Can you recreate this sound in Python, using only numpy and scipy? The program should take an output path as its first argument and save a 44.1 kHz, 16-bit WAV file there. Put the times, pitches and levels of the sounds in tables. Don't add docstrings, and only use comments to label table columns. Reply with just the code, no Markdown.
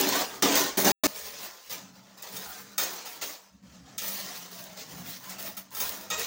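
import sys
import numpy as np
from scipy import signal
from scipy.fft import rfft, irfft, next_fast_len
from scipy.io import wavfile
from scipy.ndimage import uniform_filter1d, map_coordinates

SR = 44100
rng = np.random.default_rng(int(sys.argv[2]) if len(sys.argv) > 2 else 0)


def store_pcm(level_fs):
    pcm = np.round(np.clip(level_fs, -1, 1) * 32767).astype(np.int16)
    wavfile.write(sys.argv[1], SR, np.atleast_2d(pcm).T)


N = 276066
CUT_S = 1.0688

# frequency_hz, level_db (relative), t60_s
BLADE_MODES = [(824, 5, 0.13), (1313, 11, 0.072), (1770, -6, 0.048), (2310, 0, 0.18), (3160, -5, 0.12),
               (3658, 4, 0.15), (4900, -5.5, 0.12), (5540, -3.5, 0.1), (6490, 0, 0.16)]
# frequency_hz, gain_db
TREBLE_COLOUR = [(13600, 0), (14600, 13), (15200, 17), (15780, 17), (15950, -22), (16500, -24),
                 (16750, -45)]


def shovel():
    close = np.arange(N) < CUT_S * SR
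    grit_db, slurry_db, fizz_db = strokes()
    body = scrape(grit_db, slurry_db, fizz_db, steel=0.045)
    return body + close * drumming(grit_db)


def strokes():
    # start_s, grit_db, rise_s, hold_s, fade_db_per_s,
    # slurry_db and fizz_db (both relative to the grit)
    stroke_rows = [(0.0, -30.5, 0.0014, 0.08, 150, -10, -2.5), (0.083, -29, 0.039, 0.089, 300, -4, -5),
                   (0.242, -40.5, .005, 0.0092, 75, -1.5, -3), (0.423, -28, 0.0018, 0.1, 148.5, -4, -4.5),
                   (0.513, -26.5, 0.057, 0.049, 159.5, -4.5, -2), (0.772, -32, 0.0036, 0.051, 151, -4, 3.5),
                   (0.846, -27, 0.0064, 0.076, 154, -1.5, -2),
                   (1.035, -24, 0.0025, 0.036, 149.5, -4.5, -3.5),
                   (1.069, -45.5, 0.0034, 0.18, 34, -5.5, -0.5), (1.197, -44.5, 0.21, 0.045, 126, -3, -2),
                   (1.601, -53.5, 0.06, .05, 100, -7, -3), (1.696, -39, 0.018, 0.02, 141, -6, -1),
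                   (1.89, -59.5, 0.047, 0.28, 106, -1.5, -9), (2.173, -53.5, .005, .02, 150, -6, -5),
                   (2.224, -46, 0.011, 0.052, 60, -5.5, -4.5), (2.323, -43.5, 0.058, 0.027, 45.5, -3, 4),
                   (2.5, -48, 0.043, 0.019, 83, -6, -4.5), (2.784, -33, .001, 0.013, 60, -4.5, -1),
                   (3.053, -45, .008, 0.064, 143, -8.5, 1.5),
                   (3.213, -36.5, 0.0061, 0.022, 132.5, -5.5, -0.5), (3.272, -49, .02, 0.031, 111, -9, 3.5),
                   (3.626, -57, 0.1, .02, 70, -2.5, -13.5), (3.84, -59, 0.037, 0.067, 80, -0.5, -13.5),
                   (3.984, -37.5, 0.0011, .02, 150, -21, -5.5), (4.008, -40, 0.032, 0.027, 42, -7.5, 4.5),
                   (4.094, -43.5, 0.085, 0.15, 35, -5, -3.5), (4.51, -49.5, .03, 0.045, 37, -2.5, 1),
                   (4.767, -43.5, 0.011, 0.018, 110, -7, -5), (4.853, -50, 0.065, 0.15, 54, -1.5, -0.5),
                   (5.045, -44.5, 0.061, 0.014, 107, -19, 2), (5.208, -48.5, 0.035, .05, 41, -2.5, -1.5),
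                   (5.302, -46.5, .005, 0.02, 200, -5, -2), (5.382, -45.5, .005, 0.1, 158, -2.5, 4.5),
                   (5.568, -45, 0.0082, 0.011, 293, -4.5, 10), (5.715, -49, 0.041, .02, 97, 0.5, 4),
                   (5.766, -37.5, 0.058, 0.012, 152, -4, 4), (5.833, -41, 0.021, 0.02, 52, -3.5, 2.5),
                   (6.11, -35.5, .004, 0.022, 100, -6, -9), (6.179, -33.5, .03, 0.036, 150, -8, -1)]
    rest_db = -72.5
    slurry_lag_s, slurry_fade, fizz_fade = 0.0071, 0.84, 1.48
    grit_levels, slurry_levels, fizz_levels = [rest_db], [rest_db - 2.5], [rest_db - 19.5]
    for s, db, rise, hold, fade, wet_db, fine_db in stroke_rows:
        grit_levels.append(shape(s, db, rise, hold, fade))
        slurry_levels.append(shape(s, db + wet_db, rise + slurry_lag_s, hold, fade * slurry_fade))
        fizz_levels.append(shape(s, db + fine_db, rise, hold, fade * fizz_fade))
    grit = power_sum(grit_levels)
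    return grit, power_sum(slurry_levels) - grit, power_sum(fizz_levels) - grit


def scrape(grit_db, slurry_db, fizz_db, steel):
    # frequency_hz, density_db
    grit_spectrum = [(900, -50), (1800, -1.5), (3000, -2), (6400, 1), (7500, -5), (9000, -15),
                     (11000, -43.5)]
    slurry_spectrum = [(200, -19.5), (400, -7), (640, -4.5), (1200, -6.5), (1900, -10.5), (3000, -50.5)]
    fizz_spectrum = [(6500, -38), (9000, 1), (11400, 0), (13500, -0.5), (17000, -4)]
    judder = amp(1.16 * wobble(30) + 0.6 * wobble(90))
    rub = gravel(1500, spread_db=2.5, share=0.45, patchy_db=2.5, size=512)
    singing = resonant([(hz, 6 / t60, db) for hz, db, t60 in BLADE_MODES])
    bare_grit = unit(filtered(rub, colour(grit_spectrum)))
    grit = unit(bare_grit + steel * unit(filtered(rub, singing)))
    wet_load = gravel(600, spread_db=1.0, share=0.33, patchy_db=3.5, size=2048)
    slurry = unit(filtered(wet_load, colour(slurry_spectrum)))
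    fizz_response = lambda hz: colour(fizz_spectrum)(hz) * colour(TREBLE_COLOUR)(hz)
    fizz = unit(amp(1.7 * wobble(22)) * filtered(rub, fizz_response))
    return amp(grit_db) * judder * (grit + amp(slurry_db) * slurry + amp(fizz_db) * fizz)


def gravel(rate, spread_db, share, patchy_db, size):
    chance = rng.random(N) < rate / SR
    stones = chance * rng.standard_normal(N) * amp(spread_db * rng.standard_normal(N))
    mixture = rng.standard_normal(N) + share * unit(stones)
    spectrum = signal.stft(mixture, nperseg=size)[2]
    field = rng.standard_normal(spectrum.shape)
    field = uniform_filter1d(field, size=3, axis=0)
    field = uniform_filter1d(field, size=7, axis=1)
    return signal.istft(spectrum * amp(patchy_db * unit(field)), nperseg=size)[1][:N]


def drumming(grit_db):
    # frequency_hz, width_hz, level_db (relative)
    tray_modes = [(200, 16, 1), (236, 18, -4), (285, 18, 7), (372, 18, 3), (410, 12, -4), (575, 24, -5),
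                  (805, 24, -9)]
    # start_s, level_db, hold_s
    dig_rows = [(0.0, -27, 0.059), (0.423, -29, 0.069), (0.773, -24.5, 0.019), (0.848, -23, 0.027)]
    rise_s, fade_db_per_s, under_grit_db = 0.0065, 167, -7
    levels = [grit_db + under_grit_db]
    levels += [shape(s, db, rise_s, hold, fade_db_per_s) for s, db, hold in dig_rows]
    knocks = gravel(470, spread_db=2.0, share=0.36, patchy_db=-0.5, size=1024)
    modes = sum(amp(2.5 * wobble(8.89)) * filtered(knocks, resonant([mode])) for mode in tray_modes)
    thin_sheet = lambda f: 1 / (1 + (140 / (f + 1)) ** 4)
    return amp(power_sum(levels)) * unit(filtered(modes, thin_sheet))


def bites():
    # start_s, level_db (before colouring), ring_db (relative),
    # brightness_db_per_octave (about 4 kHz)
    bite_rows = [(0.4235, -2, -21.5, -1.5), (0.847, -14.5, -17, 5), (2.2228, -29, -17, 6),
                 (2.365, -22, -14.5, 2.5), (2.78, -8, -16, 1), (2.8335, -19.5, -15, 5.5),
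                 (3.0673, -26, -14, -1.5), (3.9799, -15.5, -17, 2), (4.0194, -21.5, -16, -1.5),
                 (4.0794, -22.5, -23, 6), (5.295, -22, -23, 0.5), (5.571, -26.5, -13, -1),
                 (5.7493, -24.5, -12, 3.5), (5.7677, -19.5, -17.5, -3), (5.8015, -13, -14.5, 1.5),
                 (6.1016, -17, -9, 1)]
    out, t = np.zeros(N + SR), np.arange(SR // 4) / SR
    octaves = np.log2(np.clip(np.fft.rfftfreq(len(t), 1 / SR), 400, 12000) / 4000)
    onset = 1 - np.exp(-t / 0.0017)
    for s, db, ring_db, bright_db in bite_rows:
        ring = 0
        for hz, level, t60 in BLADE_MODES:
            mode_db = level + bright_db * np.log2(hz / 4000) + rng.normal(0, 1.4)
            ring = ring + amp(mode_db - 60 * t / t60) * np.sin(2 * np.pi * hz * t)
        grit = irfft(rfft(rng.standard_normal(len(t))) * amp(bright_db * octaves), len(t))
        puff = amp(-6 - 60 * t / 0.083) * grit
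        out[round(s * SR):][:len(t)] += amp(db) * (amp(ring_db) * ring * onset + puff)
    return filtered(out[:N], colour([(300, -25.5), (3000, -11.0), (7000, -4.5), (13500, -17)]))


def snaps():
    # start_s, level_db (before decay and colouring)
    snap_rows = [(0.0118, -5.5), (0.0897, -6.5), (0.5557, -7), (4.5171, -33), (4.641, -26.5), (5.3983, -27),
                 (5.4265, -21), (5.707, -34), (5.893, -16), (6.196, -12.5)]
    out, t = np.zeros(N + SR), np.arange(SR // 50) / SR
    for s, db in snap_rows:
        crack = unit(rng.standard_normal(len(t)))
        out[round(s * SR):][:len(t)] += amp(db - 3 - 60 * t / .014) * crack
    return filtered(out[:N], colour([(2000, -22.5), (5000, -3.0), (8000, -6), (13500, -14)]))


def squeals():
    # start_s, slip_rate_hz, level_db (before overtone gains), t60_s
    squeal_rows = [(2.781, 624, -34, .3), (6.103, 628, -32.5, .45)]
    # frequency_hz, gain_db
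    overtone_gains = [(600, -12), (1250, -2), (2500, -3.5), (3100, -12), (3770, 0), (4400, -17),
                      (5300, -16), (8000, -4)]
    out, t = np.zeros(N + SR), np.arange(SR // 3) / SR
    onset = 1 - np.exp(-t / 0.0075)
    for s, hz, db, t60 in squeal_rows:
        stack = 0
        for k in range(1, 13):
            stutter = amp(2.5 * wobble(70)[:len(t)])
            tone = np.sin(2 * np.pi * (k * hz * t + rng.random()))
            stack = stack + colour(overtone_gains)(k * hz) * stutter * tone
        out[round(s * SR):][:len(t)] += amp(db - 60 * t / t60) * onset * stack
    return out[:N]


def groans():
    # start_s, length_s, from_hz, to_hz, level_db
    groan_rows = [(0.089, .14, 882, 1308, -34.5), (2.371, 0.24, 917, 683, -52),
                  (2.44, 0.097, 1490, 1380, -52), (3.65, 0.15, 1400, 1240, -68),
                  (6.171, 0.067, 463, 430, -39.5)]
    flutter = 85
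    out, t = 0, np.arange(N) / SR
    for s, length, from_hz, to_hz, db in groan_rows:
        progress = np.clip((t - s) / length, 0, 1)
        phase = 2 * np.pi * np.cumsum(from_hz + (to_hz - from_hz) * progress) / SR
        band = wobble(flutter) * np.sin(phase) + wobble(flutter) * np.cos(phase)
        swell = np.sqrt(np.abs(np.sin(np.pi * progress))) * (progress < 1)
        out = out + amp(db) * swell * band
    return out


def yard():
    # time_s, level_db
    hum_levels = [(1.09, -53), (1.15, -64.5), (1.45, -59), (1.66, -86), (1.72, -52.5), (2.28, -66.5),
                  (2.34, -53), (2.57, -65), (2.62, -58.5), (3.42, -74), (3.535, -67), (3.555, -57),
                  (3.6, -67), (3.64, -54), (4.2, -53), (4.3, -57), (4.88, -57), (5.02, -46), (5.21, -58),
                  (5.49, -50), (5.63, -61.5), (6.26, -54)]
    # time_s, pitch_hz
    hum_pitches = [(3.65, 191.1), (3.78, 180.6), (4.0, 196.2), (4.3, 186.5), (5.0, 180), (5.5, 192.7)]
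    # frequency_hz, density_db
    rumble_spectrum = [(18, -51.5), (56, -30), (67, -5.5), (79, -9), (125, 5), (160, -1), (290, 5),
                       (400, -33.5)]
    rumble_re_hum_db, close_rumble_db = -3.5, -61
    waver_hz = 3
    hum_db, = curves(hum_levels)
    pitch_hz, = curves(hum_pitches)
    far = np.arange(N) > CUT_S * SR
    phase = 2 * np.pi * np.cumsum(pitch_hz + waver_hz * wobble(6)) / SR
    fuzzy = (.7 + wobble(32)) * np.sin(phase) + wobble(32) * np.cos(phase)
    hum = amp(hum_db) * unit(fuzzy) * far
    rumble_db = np.where(far, hum_db + rumble_re_hum_db, close_rumble_db)
    noise = filtered(rng.standard_normal(N), colour(rumble_spectrum))
    return hum + amp(rumble_db) * unit(amp(1.2 * wobble(11)) * noise)


def throbs():
    # middle_s, length_s, pitch_hz, level_db (rms at the middle)
    throb_rows = [(1.252, .12, 67.7, -62), (2.495, .1, 70.7, -61.5), (3.56, 0.11, 68, -65),
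                  (3.71, 0.1, 69, -59.5), (3.84, .09, 68.5, -61), (4.03, .1, 68.8, -65),
                  (4.95, 0.09, 68, -63), (6.174, 0.13, 66.8, -59.5)]
    out, t = 0, np.arange(N) / SR
    for s, length, hz, db in throb_rows:
        swell = np.cos(np.pi * np.clip((t - s) / length, -.5, .5))
        out = out + amp(db + 3) * swell * np.sin(2 * np.pi * (hz * t + rng.random()))
    return out


def shape(s, db, rise, hold, fade):
    t = np.arange(N) / SR
    start_db = -5.5 - 43.5 * rise
    to_rise = np.clip(1 - (t - s) / max(rise, 1 / SR), 0, 1)
    fading_s = np.clip(t - s - rise - hold, 0, None)
    level = db + start_db * to_rise - fade * fading_s
    return np.where((t >= s) & ((t < CUT_S) | (s >= CUT_S)), level, -150)


def power_sum(levels_db):
    return 10 * np.log10(sum(amp(2 * db) for db in levels_db))


def amp(db):
    return 10 ** (np.asarray(db) / 20)


def unit(x):
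    return x / np.sqrt(np.mean(x ** 2) + 1e-20)


def curves(rows):
    s, *cols = np.transpose(rows)
    return [np.interp(np.arange(N) / SR, s, c) for c in cols]


def wobble(rate):
    knots = rng.standard_normal(int(N * rate / SR) + 4)
    return map_coordinates(knots, [np.arange(N) * rate / SR])


def filtered(x, response):
    m = next_fast_len(N + SR // 2)
    return irfft(rfft(x, m) * response(np.fft.rfftfreq(m, 1 / SR)), m)[..., :N]


def colour(points):
    f, db = np.transpose(points)
    return lambda hz: amp(np.interp(np.log(hz + 1), np.log(f), db))


def resonant(modes):
    def response(f):
        total = 0
        for k, (centre, width, db) in enumerate(modes):
            damping = 1j * f * width
            total = total + (-1) ** k * amp(db) * damping / (centre * centre - f * f + damping)
        return total
    return response


def scene():
    impacts = filtered(bites() + snaps(), colour(TREBLE_COLOUR))
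    return (shovel() + impacts + squeals() + groans() + yard() + throbs())[None]


def record(dry):
    dropout_start_s, dropout_end_s, top_hz = .9185, 1.0362, 17100
    t = np.arange(N) / SR
    on = (t < dropout_start_s) | (t > dropout_end_s)
    gate = uniform_filter1d(on * 1., size=40)
    return filtered(dry * gate, lambda hz: hz < top_hz)


dry = scene()
out = record(dry)
store_pcm(out)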